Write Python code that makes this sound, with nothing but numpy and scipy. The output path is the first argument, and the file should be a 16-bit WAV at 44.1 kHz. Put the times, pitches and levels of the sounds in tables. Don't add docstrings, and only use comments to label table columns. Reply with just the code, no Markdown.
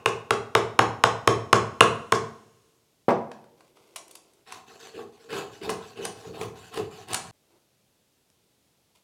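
import sys
import numpy as np
from scipy import signal
from scipy.fft import rfft, irfft
from scipy.io import wavfile
from scipy.ndimage import uniform_filter1d

SR = 44100
rng = np.random.default_rng(int(sys.argv[2]) if len(sys.argv) > 2 else 0)


def unload_wav(signal):
    wavfile.write(
        sys.argv[1],
        SR,
        np.round(np.clip(np.atleast_2d(signal).T, -1, 1) * 32767).astype(np.int16),
    )


def volts_from_db(level):
    exponent = np.asarray(level, float) / 20
    return 10 ** exponent


N = 398223
EDIT_S = 7.311

# start_s, level_db, tilt_db_per_octave, splitting_db, handle_ring_db
MALLET_BLOWS = [
    (0.059, -4.5, 2, -12.5, -3),
    (0.307, -4, 2, -16, -13.5),
    (0.551, -1.5, -1, -16, -19),
    (0.791, 0.5, -2, -17, -15.5),
    (1.038, -0.5, 0.5, -19, -21),
    (1.275, 1.5, 0, -20, -27),
    (1.529, 2.5, 0.5, -13.5, -25.5),
    (1.807, 3, 1.5, -15.5, -2.5),
    (2.122, -1.5, 1.5, -9, -22),
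]
# pitch_hz, level_db, t60_s
BENCH_MODES = [(400, -16.5, 0.24), (426, -2.5, 0.062), (452.7, -0.5, 0.12), (528, -9, 0.015),
               (797, -9, 0.071), (820.7, -2, 0.069), (1078, -3.5, 0.043), (1090, 1, .08), (1227, 1, 0.02),
               (1304, -1.5, 0.046), (1680, -4.5, 0.0069)]
# pitch_hz, level_db, t60_s
BLADE_MODES = [(2637, 0, 0.18), (2958, -3, 0.32), (3690, 0.5, 0.076), (5225, 0.5, 0.043), (6520, -2, 0.065),
               (7870, -9.5, 0.13), (9300, -4.5, 0.071)]
# pitch_hz, level_db, t60_s
FRAME_MODES = [(115, -7, 0.11), (118.9, -1, 0.11), (155.6, -8.5, .2), (210.6, -16, 0.04), (228.1, -8, 0.15)]
# pitch_hz, level_db_per_hz
SNAP_SPECTRUM = [(350, -35.5), (600, 1), (1060, 4), (1540, -2.5), (2560, -3), (2820, -4.5), (6380, -9.5),
                 (9660, -8.5), (14000, -29), (16300, -36.5)]
# pitch_hz, level_db_per_hz
SCRAPE_SPECTRUM = [(880, -19.5), (1500, 8), (2180, -2.5), (2590, 4), (2830, 0.5), (4010, -5), (4740, 0),
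                   (10000, -12), (13000, -43.5), (22000, -120)]
# pitch_hz, level_db_per_hz
HISS_SPECTRUM = [(2650, -35.5), (4500, 9), (7550, 5.5), (8460, -7), (9680, -1), (11100, -15), (14000, -11),
                 (16300, -28.5)]


def evened(x):
    return x / np.sqrt(np.mean(x ** 2) + 1e-20)


def read(points, hz):
    f, value = np.transpose(points)
    return np.interp(np.log(hz + 1), np.log(f + 1), value)


def add(mix, s, sound):
    part = mix[round(s * SR):][:len(sound)]
    part += sound[:len(part)]


def smoothed(x, size, axis=-1):
    return uniform_filter1d(x, size=size, axis=axis)


def colour(points, tilt_db=0, size=1024):
    hz = abs(np.fft.fftfreq(4 * size, 1 / SR))
    gain_db = read(points, hz) + tilt_db * np.log2(hz / 4000 + 0.3)
    log_gain = np.log(volts_from_db(np.maximum(gain_db, -100)))
    phase = -signal.hilbert(log_gain).imag
    taps = np.fft.ifft(np.exp(log_gain + 1j * phase)).real[:size]
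    return taps / np.linalg.norm(taps)


def shaped(x, taps):
    return evened(signal.oaconvolve(x, taps)[:N])


def ring(modes, spread=0):
    t = np.arange(SR // 2) / SR
    out = np.zeros(len(t))
    for hz, db, t60 in modes:
        detune, louder = rng.standard_normal(2)
        decay = volts_from_db(db + 1.5 * louder - 60 * t / t60)
        out += decay * np.sin(2 * np.pi * hz * (1 + spread * detune) * t)
    return out


def burst(length_s, rise_s):
    t = np.arange(SR // 8) / SR
    envelope = (1 - np.exp(-t / rise_s)) * np.exp(-t / np.clip(length_s, .0003, .03))
    return rng.standard_normal(len(t)) * envelope


def grains(per_s, scatter_db):
    size = volts_from_db(scatter_db * np.minimum(rng.exponential(1, N), 5)) * rng.choice([-1, 1], N)
    return evened(size * (rng.random(N) < per_s / SR))


def effort(start, length, db, rise_s, swell_db, fall_db_per_s):
    t = np.arange(N) / SR - start
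    swell = swell_db * (np.clip(t / length, 0, 1) - 1)
    fall = abs(fall_db_per_s) * np.maximum(t - length, 0)
    return np.clip(t / rise_s, 0, 1) * volts_from_db(db + swell - fall)


def air():
    # pitch_hz, level_db_per_hz
    air_spectrum = [(18, -8), (40, -5), (123, 0), (306, -4.5), (520, -6), (1200, -14.5), (1660, -16.5),
                    (3450, -13), (12500, -19), (16500, -25)]
    gain = volts_from_db(read(air_spectrum, np.fft.rfftfreq(N, 1 / SR)))
    return volts_from_db(-69) * evened(irfft(rfft(rng.standard_normal(N)) * gain, N))


def room(x):
    # pitch_hz, t60_s
    near_decay = [(100, 0.77), (260, 0.32), (700, 0.52), (1840, 0.39), (4850, 0.34), (12800, 0.26)]
    # pitch_hz, t60_s
    far_decay = [(100, 2.6), (400, 1.9), (1000, 1.5), (2500, 1.6), (6000, 3)]
    # pitch_hz, level_db
    wall_tone = [(60, -2), (250, 10.5), (1000, 0), (3000, -1.5), (7000, 3), (16000, -10.5)]
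    taps = np.zeros(SR)
    at = np.arange(200, SR - 10, 10)
    taps[at + rng.integers(0, 10, len(at))] = rng.choice([-1., 1.], len(at))
    hz, t, z = signal.stft(taps, SR, nperseg=256)
    near = volts_from_db(-60 * t / read(near_decay, hz)[:, None])
    far = volts_from_db(-31.5 - 60 * t / read(far_decay, hz)[:, None])
    tone = volts_from_db(read(wall_tone, hz)[:, None])
    tail = signal.istft(z * tone * (near + far), SR, nperseg=256)[1]
    age = np.maximum(np.arange(len(tail)) / SR - .006, 0)
    tail = tail * (1 - np.exp(-age / 0.0025))
    return signal.fftconvolve(x, tail / np.linalg.norm(tail))[:N]


def crack(tilt_db, size=8192):
    # pitch_hz, level_db_per_hz
    crack_spectrum = [(120, -47), (200, -22.5), (354, -8), (493, -6), (662, -8.5), (1170, 0), (1890, -9.5),
                      (2640, -12.5), (3950, -17), (4930, -30.5), (5310, -24), (7260, -27.5), (9570, -31),
                      (15200, -49.5), (16300, -57.5)]
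    # pitch_hz, arrival_ms, scatter_ms
    arrival = [(190, 7.854, 4.19), (530, 5.294, 4.3), (1025, 3.2, 2.5), (1790, 1.7, 2.1), (3800, 1.5, 2.4),
               (9950, 0.73, 0.78)]
    hz = np.fft.rfftfreq(size, 1 / SR)
    f, late_ms, scatter_ms = np.transpose(arrival)
    wander = np.tanh(evened(smoothed(smoothed(rng.standard_normal(len(hz)), 30), 30)))
    delay_ms = read(np.c_[f, late_ms], hz) + wander * read(np.c_[f, scatter_ms], hz)
    delay_s = np.maximum(delay_ms, .4) / 1000
    gain = volts_from_db(read(crack_spectrum, hz) + tilt_db * np.log2(hz / 2000 + 1))
    phase = -2 * np.pi * np.cumsum(delay_s) * hz[1]
    taps = irfft(gain * np.exp(1j * phase))[:size // 4]
    return taps / abs(taps).max()


def blows():
    # pitch_hz, level_db, t60_s
    handle_modes = [(2612, -1, 0.014), (2740, -1.5, .018), (9500, -15.5, .015)]
    boom_growth_db_per_s = 1.73
    out, t = np.zeros(N), np.arange(SR // 2) / SR
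    for s, db, tilt_db, split_db, handle_db in MALLET_BLOWS:
        handle = (1 - np.exp(-t / .0006)) * ring(handle_modes, 0.014)
        bench = (1 - np.exp(-t / 0.0011)) * ring(BENCH_MODES, 0.004)
        steel = volts_from_db(-38) + volts_from_db(-20 - 11000 * t)
        blade = steel * ring(BLADE_MODES, 0.02)
        boom = (1 - np.exp(-t / 0.0048)) ** 2 * ring(FRAME_MODES, .02)
        split = np.convolve(burst(.007, .003), colour(HISS_SPECTRUM, -1.8))
        add(out, s, volts_from_db(db - 2.0) * crack(tilt_db))
        add(out, s, volts_from_db(db + 2 * handle_db - 1.5) * handle)
        add(out, s, volts_from_db(db - 17.5) * bench + volts_from_db(db) * blade)
        add(out, s, volts_from_db(db + boom_growth_db_per_s * s - 22.0) * boom)
        add(out, s + 0.025, volts_from_db(db + split_db - 16.0) * split)
    return out


def knock():
    # start_s, level_db
    laid_down = [
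        (3.083, -4),
    ]
    # pitch_hz, level_db, t60_s
    far_end_modes = [(166, -23, .1), (246, -4.5, 0.099), (387, -3.5, 0.11), (482, -4.5, 0.18),
                     (562, 10, 0.032), (753, 6, 0.064), (930, -5, 0.033), (1136, -31, 0.0534),
                     (1306, -25.5, 0.0425), (1460, -14, .04), (1723, -20.5, 0.023), (2315, -34, .03),
                     (3160, -20.5, .03)]
    out, push = np.zeros(N), signal.windows.hann(round(0.00092 * SR))
    no_bass = signal.butter(3, 130, "high", fs=SR)
    for s, db in laid_down:
        bench = np.convolve(ring(far_end_modes), push / push.sum())
        contact = np.convolve(burst(0.032, .002), colour(SNAP_SPECTRUM, -16.5))
        rock = np.convolve(burst(0.012, 0.0011), colour(SCRAPE_SPECTRUM))
        add(out, s, volts_from_db(db - 13.5) * signal.lfilter(*no_bass, bench))
        add(out, s, volts_from_db(db - 13) * contact)
        add(out, s, volts_from_db(db - 39) * burst(.012, .002))
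        add(out, s + 0.019, volts_from_db(db - 36) * rock)
    return out


def snaps():
    # start_s, level_db, bench_share_db, brightness_db_per_octave
    fibre_snaps = [(3.3154, -29.5, -20, -6), (3.441, -45.5, -15.5, -4), (3.606, -45, -4, -3.5),
                   (3.77, -46.5, -9, -3), (3.96, -24.5, -29, 4.5), (4.0796, -43, -28, 8.5),
                   (4.1106, -36.5, -17, 9), (4.153, -31.5, -31, 7.5), (4.3344, -53.5, -7, 8),
                   (4.522, -27, -17, -0.5), (4.8704, -35.5, -4, -1.5), (4.99, -36, 15, -27),
                   (5.33, -21, -25, -8), (5.693, -19, 11, -2.5), (5.7009, -23.5, -8, 9),
                   (5.9938, -43, -5, -15), (6.0513, -18.5, -29, 2.5), (6.3386, -40, 0, -19),
                   (6.4124, -23.5, 8, -2), (6.431, -35.5, -25, 7), (6.452, -47, -25, 13),
                   (6.741, -40, 14, 8), (6.7733, -23.5, 13.5, -2.5), (7.0843, -38, -9, 5),
                   (7.1318, -18.5, -25, 5.5), (7.1437, -14.5, -25, 5), (7.1457, -18.5, -6, 0)]
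    finger_ticks = [
        (8.301, -42, -40, 5),
        (8.9044, -58, -40, 5),
        (8.9575, -52, -40, 5),
        (8.9744, -54, -40, 5),
    ]
    out = np.zeros(N)
    for s, db, bench_db, tilt_db in fibre_snaps + finger_ticks:
        tear = burst(0.0036 if s < EDIT_S else .0007, .0007)
        bench = ring(BENCH_MODES, 0.015)
        bench = signal.fftconvolve(smoothed(tear, 24), bench / np.linalg.norm(bench))
        add(out, s, volts_from_db(db - 2.5) * np.convolve(tear[:3000], colour(SNAP_SPECTRUM, tilt_db)))
        add(out, s, volts_from_db(db + bench_db - 6.5) * bench)
    return out


def handling():
    # start_s, length_s, rustle_db, rub_db
    moves = [(3.575, .05, -67, -67), (3.644, 0.056, -69, -79), (3.754, 0.198, -65.5, -62.5),
             (3.958, 0.0096, -39.5, -69), (3.983, 0.054, -75, -66), (4.09, 0.078, -62, -61.5),
             (4.22, 0.19, -71, -67.5), (7.35, 0.06, -84.5, -80), (7.426, .07, -80, -73),
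             (7.503, 0.077, -73, -64), (8.6, 0.15, -82, -87), (8.9, 0.052, -85, -88),
             (8.949, 0.016, -62.5, -75)]
    # pitch_hz, level_db_per_hz
    rustle_spectrum = [(590, -34), (1000, 2.5), (1810, -26), (2020, -3), (9880, -13.5), (13100, -18.5),
                       (16300, -30.5)]
    # pitch_hz, level_db_per_hz
    rub_spectrum = [(35, -80), (60, -36), (275, -3), (350, 6.5), (924, -8), (1000, -11.5), (1500, -10.5),
                    (1950, -34), (3300, -120)]
    rise_s, rustle_fall_db_per_s, rub_fall_db_per_s = 0.0027, 600, 154
    rustle = shaped(grains(2800, 3.8), colour(rustle_spectrum))
    rub = shaped(rng.standard_normal(N), colour(rub_spectrum, size=4096))
    out = np.zeros(N)
    for s, length, rustle_db, rub_db in moves:
        out += rustle * effort(s, length, rustle_db, rise_s, 0, rustle_fall_db_per_s)
        out += rub * effort(s, length, rub_db, rise_s, 0, rub_fall_db_per_s)
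    return out


def patchy(x, depth_db):
    z = signal.stft(x, nperseg=256)[2]
    patches = smoothed(smoothed(rng.standard_normal(z.shape), 3, axis=0), 12, axis=1)
    return evened(signal.istft(z * volts_from_db(depth_db * evened(patches)), nperseg=256)[1][:N])


def slipping():
    patch_depth = {"hum": 2.8, "rattle": 3.5, "scrape": 2.8, "hiss": 2.8}
    slips = grains(3500, 2.4)
    bench_body = colour([(220, -40), (350, 36.0), (600, 10), (1000, -35.5)])
    work_body = colour([(400, -22.5), (700, 13.5), (1200, 2.0), (2500, -19.5)])
    parts = {
        "hum": shaped(slips, ring(BENCH_MODES[:4])) + 0.1 * shaped(slips, bench_body),
        "rattle": shaped(slips, ring(BENCH_MODES[4:])) + .9 * shaped(slips, work_body),
        "scrape": shaped(slips, colour(SCRAPE_SPECTRUM)) + 0.22 * shaped(slips, ring(BLADE_MODES[:3])),
        "hiss": shaped(slips, colour(HISS_SPECTRUM)) + .2 * shaped(slips, ring(BLADE_MODES[3:])),
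    }
    parts = {name: patchy(x, patch_depth[name]) for name, x in parts.items()}
    damped_frame = ring(FRAME_MODES[:3]) * volts_from_db(-300 * np.arange(SR // 2) / SR)
    parts["thud"] = shaped(grains(300, 2.8), damped_frame)
    return parts


def paring():
    # start_s, length_s, edge_db, bench_weight_db, workpiece_rattle_db
    pushes = [
        (4.455, 0.088, -45, -11, 2),
        (4.925, .072, -48, 8.5, 0),
        (5.285, .1, -34.5, 2.5, 1),
        (5.606, .045, -39.5, 7, 3),
        (5.683, 0.015, -37.5, -3, 0.5),
        (5.955, .1, -40, 5.5, 1),
        (6.325, .1, -42.5, 7.5, 7.5),
        (6.71, .068, -39, -2, 3.5),
        (7.07, 0.059, -38, -1, 6.5),
    ]
    returns = [(4.662, .1, -53.5, 0.5, 1), (4.787, 0.093, -48.5, -10, -3), (5.11, .07, -61.5, -14, -7),
               (5.19, .07, -58, 6.5, -3), (5.51, 0.057, -51, 1, -9), (5.8, 0.11, -51.5, -6.5, -2.5),
               (6.15, 0.073, -51.5, -2, 1.5), (6.235, 0.072, -53, 13, 2.5), (6.545, .14, -51, -5.5, 0),
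               (6.9, 0.13, -50, -6, 0), (7.22, .1, -54, -12, -1.5)]
    push_law = {"hum": (.1, 5.3, 195), "rattle": (.1, 11, 170), "scrape": (1.4, 6.9, 225),
                "hiss": (-1.5, 15, 240), "thud": (-13, 7.3, 58)}
    return_law = {"hum": (.1, 4.5, 250), "rattle": (.1, 1.5, 340), "scrape": (-0.35, 0.5, 290),
                  "hiss": (-1.5, 0.5, 240), "thud": (-21, 1.5, 210)}
    # start_s, length_s, level_db
    shoves = [
        (6.253, 0.038, -42),
        (6.402, 0.05, -46),
        (6.77, 0.076, -46),
    ]
    push_bite_s, return_bite_s = .024, .022
    lean_db_per_s = 5.5
    parts = slipping()
    stroke = np.zeros(N)
    for rows, law, bite_s in (pushes, push_law, push_bite_s), (returns, return_law, return_bite_s):
        for start, length, db, weight_db, rattle_db in rows:
            thud_db = 0.2 * weight_db + lean_db_per_s * (start - 6)
            extra_db = {"hum": weight_db, "rattle": rattle_db, "scrape": 0, "hiss": 0, "thud": thud_db}
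            for name, (level_db, swell_db, fall) in law.items():
                part_db = db + level_db + extra_db[name]
                stroke += parts[name] * effort(start, length, part_db, bite_s, swell_db, fall)
    for start, length, db in shoves:
        stroke += parts["thud"] * effort(start, length, db, push_bite_s, 0, 150)
    return signal.sosfilt(signal.butter(4, 75, "high", fs=SR, output="sos"), stroke)


def scene():
    t = np.arange(N) / SR
    before = t < EDIT_S
    hits, small = blows() + knock(), snaps()
    rubbing = paring() * before + handling()
    wet = room(volts_from_db(-8.0) * hits + volts_from_db(-6) * small + volts_from_db(-14.0) * rubbing)
    first = round(MALLET_BLOWS[0][0] * SR)
    beat = round(.246 * SR)
    wet[:first] += volts_from_db(-3.0) * wet[beat:][:first]
    fade = np.where(before, 1, np.clip((t - EDIT_S) / .028, 0, 1))
    wet_on = np.where(before, 1, t > EDIT_S + .9)
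    near = hits + small + volts_from_db(-2.5) * rubbing + air()
    return (fade * near + wet * wet_on)[None]


def roll_off(x):
    return signal.sosfilt(signal.butter(12, 16480, fs=SR, output="sos"), x)


def record(dry):
    no_bass = signal.butter(2, 60, "high", fs=SR, output="sos")
    thin = signal.sosfilt(no_bass, np.clip(dry, -1.1, 1.1))
    return roll_off(np.clip(thin, -1, 1))


dry = scene()
out = record(dry)
unload_wav(out)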